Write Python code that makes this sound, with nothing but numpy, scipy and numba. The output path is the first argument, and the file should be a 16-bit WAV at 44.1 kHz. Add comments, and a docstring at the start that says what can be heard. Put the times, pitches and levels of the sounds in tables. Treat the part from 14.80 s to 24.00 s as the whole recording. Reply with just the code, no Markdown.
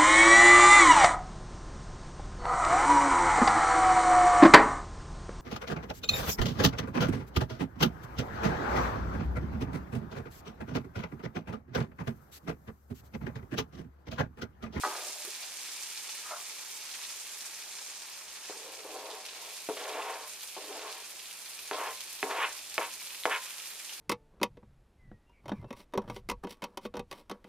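"""A small kitchen, close to a frying pan: butter sizzles as thousands of damped wavelets, one per steam bubble.
A few bubbles spit loudly: a sharp click, then a splash of droplets; tiled walls add a short noise tail.
Early on a wooden thing is set down on the counter and rocks, and a smaller one is nudged: pushes ring modes.
Then a wooden spoon taps a thin cutting mat held over the pan and scrapes chopped onion off it:
blows ring the body, strokes are gritty noise with a moving pitch, sliding pieces hiss."""
import sys
import numpy as np
from scipy import signal
from scipy.fft import rfft, irfft
from scipy.io import wavfile
from scipy.ndimage import uniform_filter1d
from numba import njit

SR = 44100
rng = np.random.default_rng(int(sys.argv[2]) if len(sys.argv) > 2 else 0)


def master(y):
    """Save y as 16-bit WAV."""
    cut = np.clip(np.atleast_2d(y).T, -1, 1)
    pcm = np.round(cut * 32767)  # scale
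    wavfile.write(sys.argv[1], SR, pcm.astype(np.int16))


def to_linear_factor(level_db):
    """Convert decibel levels (scalar or array-like) to linear amplitude factors."""
    exponent = np.asarray(level_db, float) / 20
    return 10 ** exponent


N = 405719

# spoon blows on the mat: (t/s, drive level/dB, half the push length/ms, level of the skid after it/dB)
BLOWS = [(3.697, -35, 0.85, -39), (3.75, -46, 0.89, -52), (4.048, -54, 0.67, -43),
         (4.8885, -23, 1.04, -33.5), (4.896, -30.5, 0.75, -30), (4.935, -43, 1, -48),
         (4.969, -38, 0.92, -43), (5.766, -35, 0.65, -38), (5.774, -39, 1.37, -48), (5.842, -42, 1, -52),
         (5.881, -41, 0.9, -52), (6.9124, -18, 0.39, -37), (7.003, -31, 0.39, -57), (7.023, -35, 0.43, -63),
         (7.429, -14.5, 0.35, -27.5), (7.4363, -25.5, 1.22, -47), (7.512, -23, 0.32, -50),
         (7.98, -12.5, 0.3, -25.5), (7.9869, -30.5, 1.2, -47), (8.455, -9.5, 0.36, -27.5)]
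# modes of mat, spoon and pan ringing together: (f/Hz, relative level/dB, t60/s)
BODY_MODES = [(224, -8, 0.09), (277.7, -4, 0.19), (352, -6.5, 0.062), (386, 0, 0.063), (444.4, 4.5, 0.09),
              (479, 1.5, 0.088), (539.7, -11, 0.33), (609, -8, 0.29), (680.5, -7.5, 0.24), (740, 0.5, 0.04),
              (777, -0.5, 0.11), (840, -9.5, 0.06), (950, -5.5, 0.21), (1031, -9, 0.26), (1154, -10, 0.15),
              (1294, -6, 0.055), (1483, -9.5, 0.085), (1685, -5, 0.12), (1830, -8.5, 0.066),
              (2003, -3.5, 0.12), (2135, 0, 0.081), (2210, 1, 0.065), (2640, 11, 0.052), (3060, -18, 0.042),
              (3200, -6, 0.041)]
# modes of the wooden thing on the counter: (f/Hz, relative level/dB, t60/s)
WOOD_MODES = [(406, -3, 0.12), (598.6, -3, 0.29), (767, 2.5, 0.087), (851, 0.5, 0.22), (1000, 5, 0.045),
              (1147, 3.5, 0.067), (1259, 4, 0.19), (1490, 4.5, 0.026), (1700, -1, 0.032), (1953, -5, 0.094)]


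def level(x, db):
    """Scale to an rms level."""
    return x * to_linear_factor(db) / np.sqrt(np.mean(x ** 2))


def curve(rows):
    """Columns of a time table, one value a sample."""
    s, *columns = np.transpose(rows)
    return [np.interp(np.arange(N) / SR, s, c) for c in columns]


def colour(x, points):
    """Causal filter through (f/Hz, gain/dB) points, from the folded cepstrum."""
    hz, db = np.transpose(points)
    size = 4096
    bin_hz = np.arange(size // 2 + 1) * SR / size
    log_gain = np.interp(np.log(bin_hz + 1), np.log(hz), db) * np.log(10) / 20
    cep = irfft(log_gain)
    cep[1:size // 2] *= 2
    cep[size // 2 + 1:] = 0
    impulse = irfft(np.exp(rfft(cep)))
    return signal.fftconvolve(np.atleast_2d(x), impulse[None], axes=1)[:, :N]


def even(points):
    """Symmetric filter through (f/Hz, gain/dB) points."""
    hz = np.linspace(0, SR / 2, 257)
    point_hz, db = np.transpose(points)
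    gain = to_linear_factor(np.interp(np.log(hz + 1), np.log(point_hz), db))
    return signal.firwin2(1023, hz, gain, fs=SR)


def band(x, low_hz, high_hz):
    """Steep band-pass without delay."""
    return signal.sosfiltfilt(signal.butter(2, [low_hz, high_hz], "band", fs=SR, output="sos"), x)


@njit
def svf(x, hz, width):
    """Band-pass with a moving centre, gain 1 there."""
    y, b, l = np.empty(len(x)), 0., 0.
    for i in range(len(x)):
        g, k = np.tan(np.pi * hz[i] / SR), width
        v = (b + g * (x[i] - l)) / (1 + g * (g + k))
        b, l, y[i] = 2 * v - b, l + 2 * g * v, k * v
    return y


def walk(rate):
    """Random levels held 1 / rate s and slewed; spread near 1."""
    k = int(SR / rate)
    return 1.15 * uniform_filter1d(np.repeat(rng.standard_normal(N // k + 1), k), k)[:N]


def flurries(rate, fade_s):
    """A bursting bubble sets off its neighbours: the activity jumps, then dies away."""
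    kicks = (rng.random(N) < rate / SR) * 1.3 * rng.random(N)
    return signal.lfilter([1], [1, -np.exp(-1 / (fade_s * SR))], kicks)


@njit
def bursts(start, hz, cycles, size, length):
    """Damped wavelets that begin between samples and fall to 1 / e in so many cycles."""
    out = np.zeros(length)
    for k in range(len(start)):
        first = int(start[k]) + 1
        rate = (2j * np.pi - 1 / cycles[k]) * hz[k] / SR
        z, p = size[k] * np.exp(rate * (first - start[k])), np.exp(rate)
        for i in range(max(first, 0), min(length, first + int(5 * cycles[k] * SR / hz[k]) + 1)):
            out[i] += z.imag
            z *= p
    return out


def across_pan(s, hz, cycles, size, spread, lag=0.48):
    """Each bubble sits elsewhere in the pan and reaches the two ports lag and spread samples apart."""
    apart = lag + spread * rng.standard_normal(len(s))
    return np.array([bursts(s * SR + side * apart / 2, hz, cycles, size, N) for side in (1, -1)])


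def pushes(blows):
    """One swing of pressure for each blow, quick in and slower out; softer contact lasts longer."""
    out = np.zeros(N)
    for s, db, ms in blows:
        share = np.arange(0, 1, 1000 / (2 * ms * SR))
        push = np.sin(2 * np.pi * share ** .7) * (1 - .3 * share)
        at = int(s * SR)
        out[at:at + len(push)] -= to_linear_factor(db) * push
    return out


def ring(force, modes):
    """The force shakes every mode of the body."""
    t = np.arange(SR // 2) / SR
    shape = np.zeros(len(t))
    for k, (hz, db, t60) in enumerate(modes):
        decay = np.exp(-np.log(1000) * t / t60)
        shape += to_linear_factor(db) * (-1) ** k * np.sin(2 * np.pi * hz * t) * decay
    return signal.fftconvolve(force, shape / np.sqrt(np.sum(shape ** 2)))[:N]


def room(x, t60, wet_db, alike_hz):
    """Tiled walls: a decaying noise tail after a short gap; the bass is alike left and right."""
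    t = np.arange(SR // 2) / SR
    envelope = np.exp(-np.log(1000) * t / t60) * np.clip((t - .003) / 0.00053, 0, 1)
    mid, side = rng.standard_normal((2, len(t))) * envelope
    side = signal.lfilter(*signal.butter(1, alike_hz, "high", fs=SR), side)
    tail = np.array([mid + side, mid - side]) / np.sqrt(2 * np.sum(mid ** 2))
    return x + to_linear_factor(wet_db) * signal.fftconvolve(x, tail, axes=1)[:, :N]


def kitchen():
    """Soft steady noise of the room, alike left and right in the deep bass, over a wavering low hum."""
    # spectrum of the room noise: (f/Hz, relative level/dB)
    room_colour = [(15, -58), (25, -26), (40, -20), (50, -10), (64, -34), (85, -22.5), (119, -31),
                   (138, -16.5), (210, -11.5), (247, -14), (286, -11.5), (445, -5.5), (487, -9),
                   (544, -5.5), (814, -6.5), (1200, -10), (2000, -6.5), (2600, -23), (4400, -120)]
    room_db, hum_hz, hum_db = -59, 46.7, -88.5
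    mid, side = colour(rng.standard_normal((2, N)), room_colour)
    side = 0.67 * signal.lfilter(*signal.butter(1, 90, "high", fs=SR), side)
    hum_gain = np.sqrt(2) * to_linear_factor(hum_db + 3.3 * walk(9))
    hum = hum_gain * np.sin(2 * np.pi * hum_hz * np.arange(N) / SR)
    return level(np.array([mid + side, mid - side]), room_db) + hum


def rumble():
    """The cook's movements: faint deep noise carried through the counter, mostly alike left and right."""
    # strength of the movements: (t/s, level/dB)
    movements = [(0, -102), (2.8, -101), (3.6, -88), (5.2, -89), (6.4, -86), (7.8, -80.5), (9.2, -91)]
    mid, side = band(rng.standard_normal((2, N)), 66, 112)
    stereo = level(np.array([mid + 0.22 * side, mid - .3 * side]), 0)
    return to_linear_factor(curve(movements)[0] + 2 * walk(5)) * stereo


def sizzle(count=26000):
    """Dense bubbles of all sizes; rare big ones stick out as crackle."""
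    # frying: (t/s, vigour/dB, finest hiss hidden by the mat/dB)
    vigour = [(0.0, -47.5, 1.5), (0.6, -48.5, 2), (1.4, -48.5, 2.5), (1.85, -50, 2), (2.2, -49, 2.5),
              (2.7, -50.5, 1), (3.0, -50.5, 4), (3.5, -52.5, 3.5), (4.3, -52, 4), (4.5, -51.5, 6),
              (4.75, -49, 1.5), (5.25, -53, 2.5), (5.65, -51, -0.5), (6.05, -51, 5), (6.6, -52, -1.5),
              (7.1, -50.5, 2), (8.3, -50.5, 0.5), (9.2, -50, -0.5)]
    # colour of the bubbles before the bands are levelled: (f/Hz, gain/dB)
    fry_colour = [(180, -47), (300, -22.5), (384, -20), (500, -20), (685, -17.5), (863, -7), (1140, -8),
                  (1440, -9.5), (1810, -8), (2120, -7), (2330, -2.5), (2500, -3), (2980, -5), (3570, -3.5),
                  (8010, -4), (9930, -5.5), (15500, -12.5)]
    # the fat spatters more as the onion lands in it: (t/s, strength of the flurries)
    spatter = [(0, 1.03), (3.5, 0.83), (5.5, 1), (6.5, 1.5), (9.2, 1.44)]
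    # the middle fizz stands out in plain butter and sinks as the wet onion cools the fat
    fizz_over_db, onion_damps_db, onion_damps_deep_db = 2, 3, 3
    onion_from_s, onion_in_s = 3.8, 3.9

    coarse_db, hidden_db = curve(vigour)
    treble_db = coarse_db - hidden_db
    onion = curve([(onion_from_s, 0), (onion_in_s, 1)])[0]
    fizz_db = coarse_db + fizz_over_db - onion_damps_db * onion
    # large, middling and small bubbles come in flurries of their own
    strength = curve(spatter)[0]
    busy = np.array([to_linear_factor(.5 * walk(11.0)) * (1 + strength * flurries(28, 0.0069)) for _ in range(3)])
    fizz = 0
    for patch in range(3):  # each patch of the pan has its own path to the walls
        when, pitch, big, last = rng.random((count, 4)).T
        hz = 400 + 15000 * pitch
        activity = busy[(3 * pitch).astype(int), (when * N).astype(int)]
        size = to_linear_factor(np.minimum(-2.1 * np.log(1 - big), 14)) * np.sqrt(hz) * activity
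        dry = across_pan(when * N / SR, hz, 0.54 + 0.55 * last, size, spread=1.63)
        fizz = fizz + room(dry, t60=0.063, wet_db=-3.5, alike_hz=2200)
    fizz = colour(fizz, fry_colour)
    deep, coarse, treble = band(fizz, 130, 1670), band(fizz, 2180, 4860), band(fizz, 8920, 16400)
    between = fizz - deep - coarse - treble
    return (to_linear_factor(fizz_db) * level(between, 0.48)
            + to_linear_factor(treble_db) * level(treble, 1.5)
            + to_linear_factor(coarse_db) * level(coarse, 1.0)
            + to_linear_factor(-onion_damps_deep_db * onion) * level(deep, -59.5))


def spits(count=22):
    """A sharp click with a short splash of finer droplets after it; small spits fall at random."""
    # loud spits: (t/s, drive level/dB, pitch f/Hz)
    loud_spits = [(0.0972, -38, 5650), (0.2638, -39, 8510), (0.505, -29, 7010), (0.5496, -28, 4600),
                  (0.8589, -41, 5710), (0.9198, -39, 6200), (2.101, -32, 6160), (4.302, -32.5, 5000),
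                  (4.454, -32, 6000), (4.4639, -31, 4630), (4.492, -31, 4500), (5.609, -33, 4580),
                  (5.687, -35, 4440), (5.813, -40, 4560), (5.97, -30, 8000), (6.127, -34, 3950),
                  (6.394, -31.5, 3980), (6.4573, -32, 4020), (6.5899, -32, 9770), (6.7343, -36, 3700),
                  (6.981, -30, 10500), (7.047, -36, 12000), (7.067, -32, 12000), (7.108, -31, 11500),
                  (7.173, -33.5, 5940), (7.207, -23, 6340), (7.243, -36, 6180), (7.3292, -29, 9200),
                  (7.9422, -23.5, 8000), (8.25, -31, 8000), (8.436, -33, 2600), (8.7997, -33, 3780),
                  (9.0874, -31, 3520)]
    small_db, small_spread_db = -37, 3
    when, size, pitch = rng.random((count, 3)).T
    small = [when * N / SR, small_db + small_spread_db * (2 * size - 1), 5500 + 7000 * pitch]
    s, db, hz = np.hstack([np.transpose(loud_spits), small])
    drops = rng.random((len(s), 8, 3))  # lateness, pitch and size of eight droplets a spit
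    late = s[:, None] + 0.015 * drops[..., 0] ** 2.6
    drop_hz = np.minimum(hz[:, None] * 2 ** (1.63 * drops[..., 1] - .6), 15000)
    drop_size = to_linear_factor(db[:, None] + 4.0) * drops[..., 2]
    splash = across_pan(late.ravel(), drop_hz.ravel(), np.full(late.size, 1.3), drop_size.ravel(), spread=0.4)
    click = across_pan(s, hz, np.full(len(s), .5), to_linear_factor(db + 6), spread=.9)
    # so small a source sends out no bass
    thin = signal.sosfilt(signal.butter(3, 2200, "high", fs=SR, output="sos"), click + splash)
    return room(thin, t60=.15, wet_db=-4.0, alike_hz=1800)


def knocks():
    """A wooden thing set down on the counter rocks: each contact is heard only through its ringing modes."""
    # contacts: (t/s, drive level/dB, half the push length/ms)
    contacts = [(0.0337, -10.5, 0.23), (.038, -7.5, 0.16), (0.0477, -13, 0.29)]
    return to_linear_factor(-7.0) * ring(pushes(contacts), WOOD_MODES)


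def chatter():
    """Wooden things settle: fine uneven contacts start quickly, fade and stop, ringing the wood a little."""
    # runs of contacts: (start t/s, end t/s, starting level/dB, fade/dB per s, centre f/Hz)
    runs = [(0.053, .3, -31, 200, 920), (0.057, .11, -38.5, 100, 446), (0.108, .3, -44, 86, 1080),
            (0.122, 0.263, -43, 60, 620), (.261, .31, -47, 40, 620), (0.266, .305, -50, 60, 342),
            (0.3, 0.423, -54, 20, 650), (.44, .503, -49.5, 40, 400), (0.444, 0.486, -51, 60, 1000),
            (.595, .67, -59, 20, 650), (1.43, 1.51, -49, 10, 1210), (1.505, 1.575, -43.5, 60, 1000),
            (1.575, 1.63, -49.5, 40, 1030)]
    t = np.arange(N) / SR
    grit = rng.standard_normal(N) * to_linear_factor(2.0 * walk(120))
    contacts = np.zeros(N)
    for s, end, db, fade_db, hz in runs:
        centre = np.full(N, 1. * hz)
        touching = np.clip(np.minimum(t - s, end - t) / 0.0038, 0, 1)
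        gain = touching * to_linear_factor(db - fade_db * np.abs(t - s))
        contacts += gain * level(svf(svf(grit, centre, .7), centre, 0.93), 0)
    return to_linear_factor(-2.0) * contacts + to_linear_factor(-20.0) * ring(contacts, WOOD_MODES)


def nudges():
    """A second, smaller thing is nudged on the counter and rings with modes of its own."""
    # contacts: (t/s, drive level/dB, half the push length/ms)
    contacts = [(1.5065, -32.5, 0.4), (1.511, -30, 0.3), (1.519, -28, 0.31), (1.531, -30, .35),
                (1.553, -39, 0.54), (1.565, -43, .4)]
    # modes of the smaller thing: (f/Hz, relative level/dB, t60/s)
    small_modes = [(606, 2, 0.097), (703, -4, .2), (880, -10, .15), (1080, -5, .12), (1260, -5, .12),
                   (1328, 0, .1), (1430, -2, .1), (1780, -6, .06), (2130, -2, 0.072)]
    return to_linear_factor(-4.5) * ring(pushes(contacts), small_modes)


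def slides():
    """Onion pieces slide off the mat: a grainy mid hiss that swells and thins as they go."""
    # slides: (start t/s, fullest t/s, end t/s, level/dB)
    onion_slides = [(4.96, 4.976, 5.2, -48), (5.0, 5.197, 5.42, -45.5), (5.8, 6.017, 6.36, -49),
                    (6.913, 6.93, 6.96, -41), (7.486, 7.515, 7.7, -42.5), (8.0, 8.048, 8.064, -40),
                    (8.498, 8.527, 9.3, -51)]
    t = np.arange(N) / SR
    grit = rng.standard_normal(N) * to_linear_factor(1.2 * rng.exponential(size=N) + 3.0 * walk(110))
    gain = sum(to_linear_factor(db) * np.interp(t, [start, full, end], [0, 1, 0]) for start, full, end, db in onion_slides)
    return gain * level(band(grit, 1050, 3930), 0)


def taps():
    """Spoon blows tick, crack and then ring the mat; a softer contact ticks less."""
    tick_hz, tick_db, tick_soft_db_per_ms = 4600, 3, 20
    s, db, ms, _ = np.transpose(BLOWS)
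    crack = pushes(zip(s, db, ms))
    tick_size = to_linear_factor(db + tick_db - tick_soft_db_per_ms * ms)
    tick = bursts(s * SR, np.full(len(s), 1. * tick_hz), np.full(len(s), .8), tick_size, N)
    return crack + tick + to_linear_factor(-11.0) * ring(crack, BODY_MODES)


def spoon_motion():
    """Gains of rub and rasp and pitch of the rub: a fading skid after each blow, a swell for each stroke."""
    # scraping: (touch t/s, fastest t/s, lift t/s, rub level/dB, centre of the rub at full speed f/Hz)
    scrapes = [(3.684, 3.887, 4.08, -49, 560), (3.956, 3.986, 4.08, -53.5, 520),
               (4.032, 4.163, 4.3, -40.5, 537), (4.158, 4.32, 4.45, -41.5, 675),
               (4.377, 4.646, 4.86, -51, 750), (4.95, 4.972, 5.12, -45.5, 500),
               (4.993, 5.17, 5.32, -37, 760), (5.18, 5.299, 5.5, -38, 900), (5.766, 5.81, 5.95, -48.5, 517),
               (5.83, 5.93, 6.05, -43, 500), (5.893, 6.056, 6.26, -43.5, 780),
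               (6.905, 6.947, 7.03, -36.5, 770), (6.942, 7.003, 7.09, -37, 950),
               (7.013, 7.072, 7.16, -39, 970), (7.447, 7.53, 7.62, -34.5, 880),
               (7.54, 7.608, 7.68, -34, 1060), (7.6, 7.644, 7.695, -35.5, 1160),
               (7.677, 7.694, 7.78, -47, 1080), (7.98, 8.019, 8.1, -35.5, 990),
               (8.464, 8.476, 8.52, -35, 750), (8.487, 8.525, 8.6, -32.5, 1195)]
    skid_hz, skid_fade_db_per_s, skid_rasp_db, soft_dulls_db_per_ms = 560, 698, 11, 32
    rise_db, rise_bend, fall_db, fall_bend = 11.5, 1, 19, 1.21
    pitch_before, pitch_after = 0.17, 0.059  # octaves below at the touch, above at the lift
    rasp_db, rasp_db_per_octave = -1, 24  # rasp against rub for a centre of 1 kHz
    slow_dulls_db = 6  # the rasp is this much weaker at the touch
    t = np.arange(N) / SR
    rub, rasp, octaves = np.full(N, 1e-7), np.zeros(N), np.zeros(N)
    for s, _, ms, db in BLOWS:
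        fade_db = skid_fade_db_per_s * np.abs(t - s)
        gain = (t > s) * to_linear_factor(db - fade_db)
        rub, octaves = rub + gain, octaves + gain * np.log2(skid_hz / 1000)
        # the rasp fades twice as fast as the rub
        rasp = rasp + gain * to_linear_factor(skid_rasp_db - soft_dulls_db_per_ms * ms - fade_db)
    for touch, fastest, lift, db, hz in scrapes:
        before = np.maximum(fastest - t, 0) / (fastest - touch)
        after = np.maximum(t - fastest, 0) / (lift - fastest)
        contact = np.clip(10 * (1 - np.maximum(before, after)), 0, 1)
        gain = contact * to_linear_factor(db - rise_db * before ** rise_bend - fall_db * after ** fall_bend)
        top_octave = np.log2(hz / 1000)
        pitch = top_octave - pitch_before * np.minimum(before, 1) + pitch_after * np.minimum(after, 1)
        rub, octaves = rub + gain, octaves + gain * pitch
        rasp = rasp + gain * to_linear_factor(rasp_db + rasp_db_per_octave * top_octave - slow_dulls_db * before)
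    # where movements overlap, the pitch is their mean weighted by gain
    return rub, 1000 * 2 ** (octaves / rub), rasp


def strokes():
    """Wood catches and slips on the mat: uneven grit shakes the body, brighter as the spoon speeds up."""
    # how well the mat sends out the rub: (f/Hz, gain/dB)
    mat = [(100, -20.5), (250, -4), (380, 1.5), (700, -1), (1100, 3), (1250, -1.5), (1500, -1.5),
           (3000, -3.5)]
    unevenness_db = 0.7 * rng.exponential(size=N) + 1.1 * walk(65) + 1.2 * walk(200)
    grit = rng.standard_normal(N) * to_linear_factor(unevenness_db)
    rub_gain, hz, rasp_gain = spoon_motion()
    pitched = svf(svf(grit, hz, 0.81), hz, 2.74)
    rub = rub_gain * level(colour(pitched, mat)[0], 0)
    rasp = rasp_gain * level(band(grit, 1410, 3390), 0)
    ringing = to_linear_factor(-13.0) * ring(rub, BODY_MODES) + to_linear_factor(-22.0) * ring(rasp, BODY_MODES)
    return ringing + to_linear_factor(-2.5) * rub + to_linear_factor(-2.5) * rasp


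def scene():
    """The spoon is nearly central, one sample later on the left; the light mat sends out no deep bass."""
    wooden = taps() + knocks() + nudges() + strokes() + slides() + chatter()
    wooden = signal.sosfilt(signal.butter(3, 240, "high", fs=SR, output="sos"), wooden)
    stereo = np.array([np.roll(wooden, 1), wooden])
    near = room(stereo, t60=.25, wet_db=-13, alike_hz=500)
    return near + sizzle() + spits() + kitchen() + rumble()


def band_limit(x):
    """A steep low-pass at the top of the band."""
    return signal.sosfilt(signal.butter(12, 16050, fs=SR, output="sos"), x)


def record(dry):
    """Stereo width varies with pitch, the right port is brighter, a narrow treble dip, the top is cut."""
    # stereo width: (f/Hz, side gain/dB)
    width = [(20, 6), (300, -7.5), (6000, 2.5), (9000, -1.5), (16000, -5)]
    # balance of the ports: (f/Hz, right minus left/dB)
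    right_brighter = [(20, -1), (700, -1.5), (2400, 1), (5000, 0.5), (8000, 3), (16000, 4)]
    dip_hz, dip_width_hz, top_hz = 7900, 110, 15250
    mid = (dry[0] + dry[1]) / 2
    side = signal.fftconvolve((dry[0] - dry[1]) / 2, even(width), "same")
    left = colour(mid + side, [(hz, -db / 2) for hz, db in right_brighter])
    right = colour(mid - side, [(hz, db / 2) for hz, db in right_brighter])
    dip = signal.iirnotch(dip_hz, dip_hz / dip_width_hz, fs=SR)
    mix = signal.lfilter(*dip, np.vstack([left, right]))
    mix = signal.sosfilt(signal.ellip(8, .2, 70, top_hz, fs=SR, output="sos"), mix)
    return band_limit(mix)


dry = scene()
out = record(dry)
master(out)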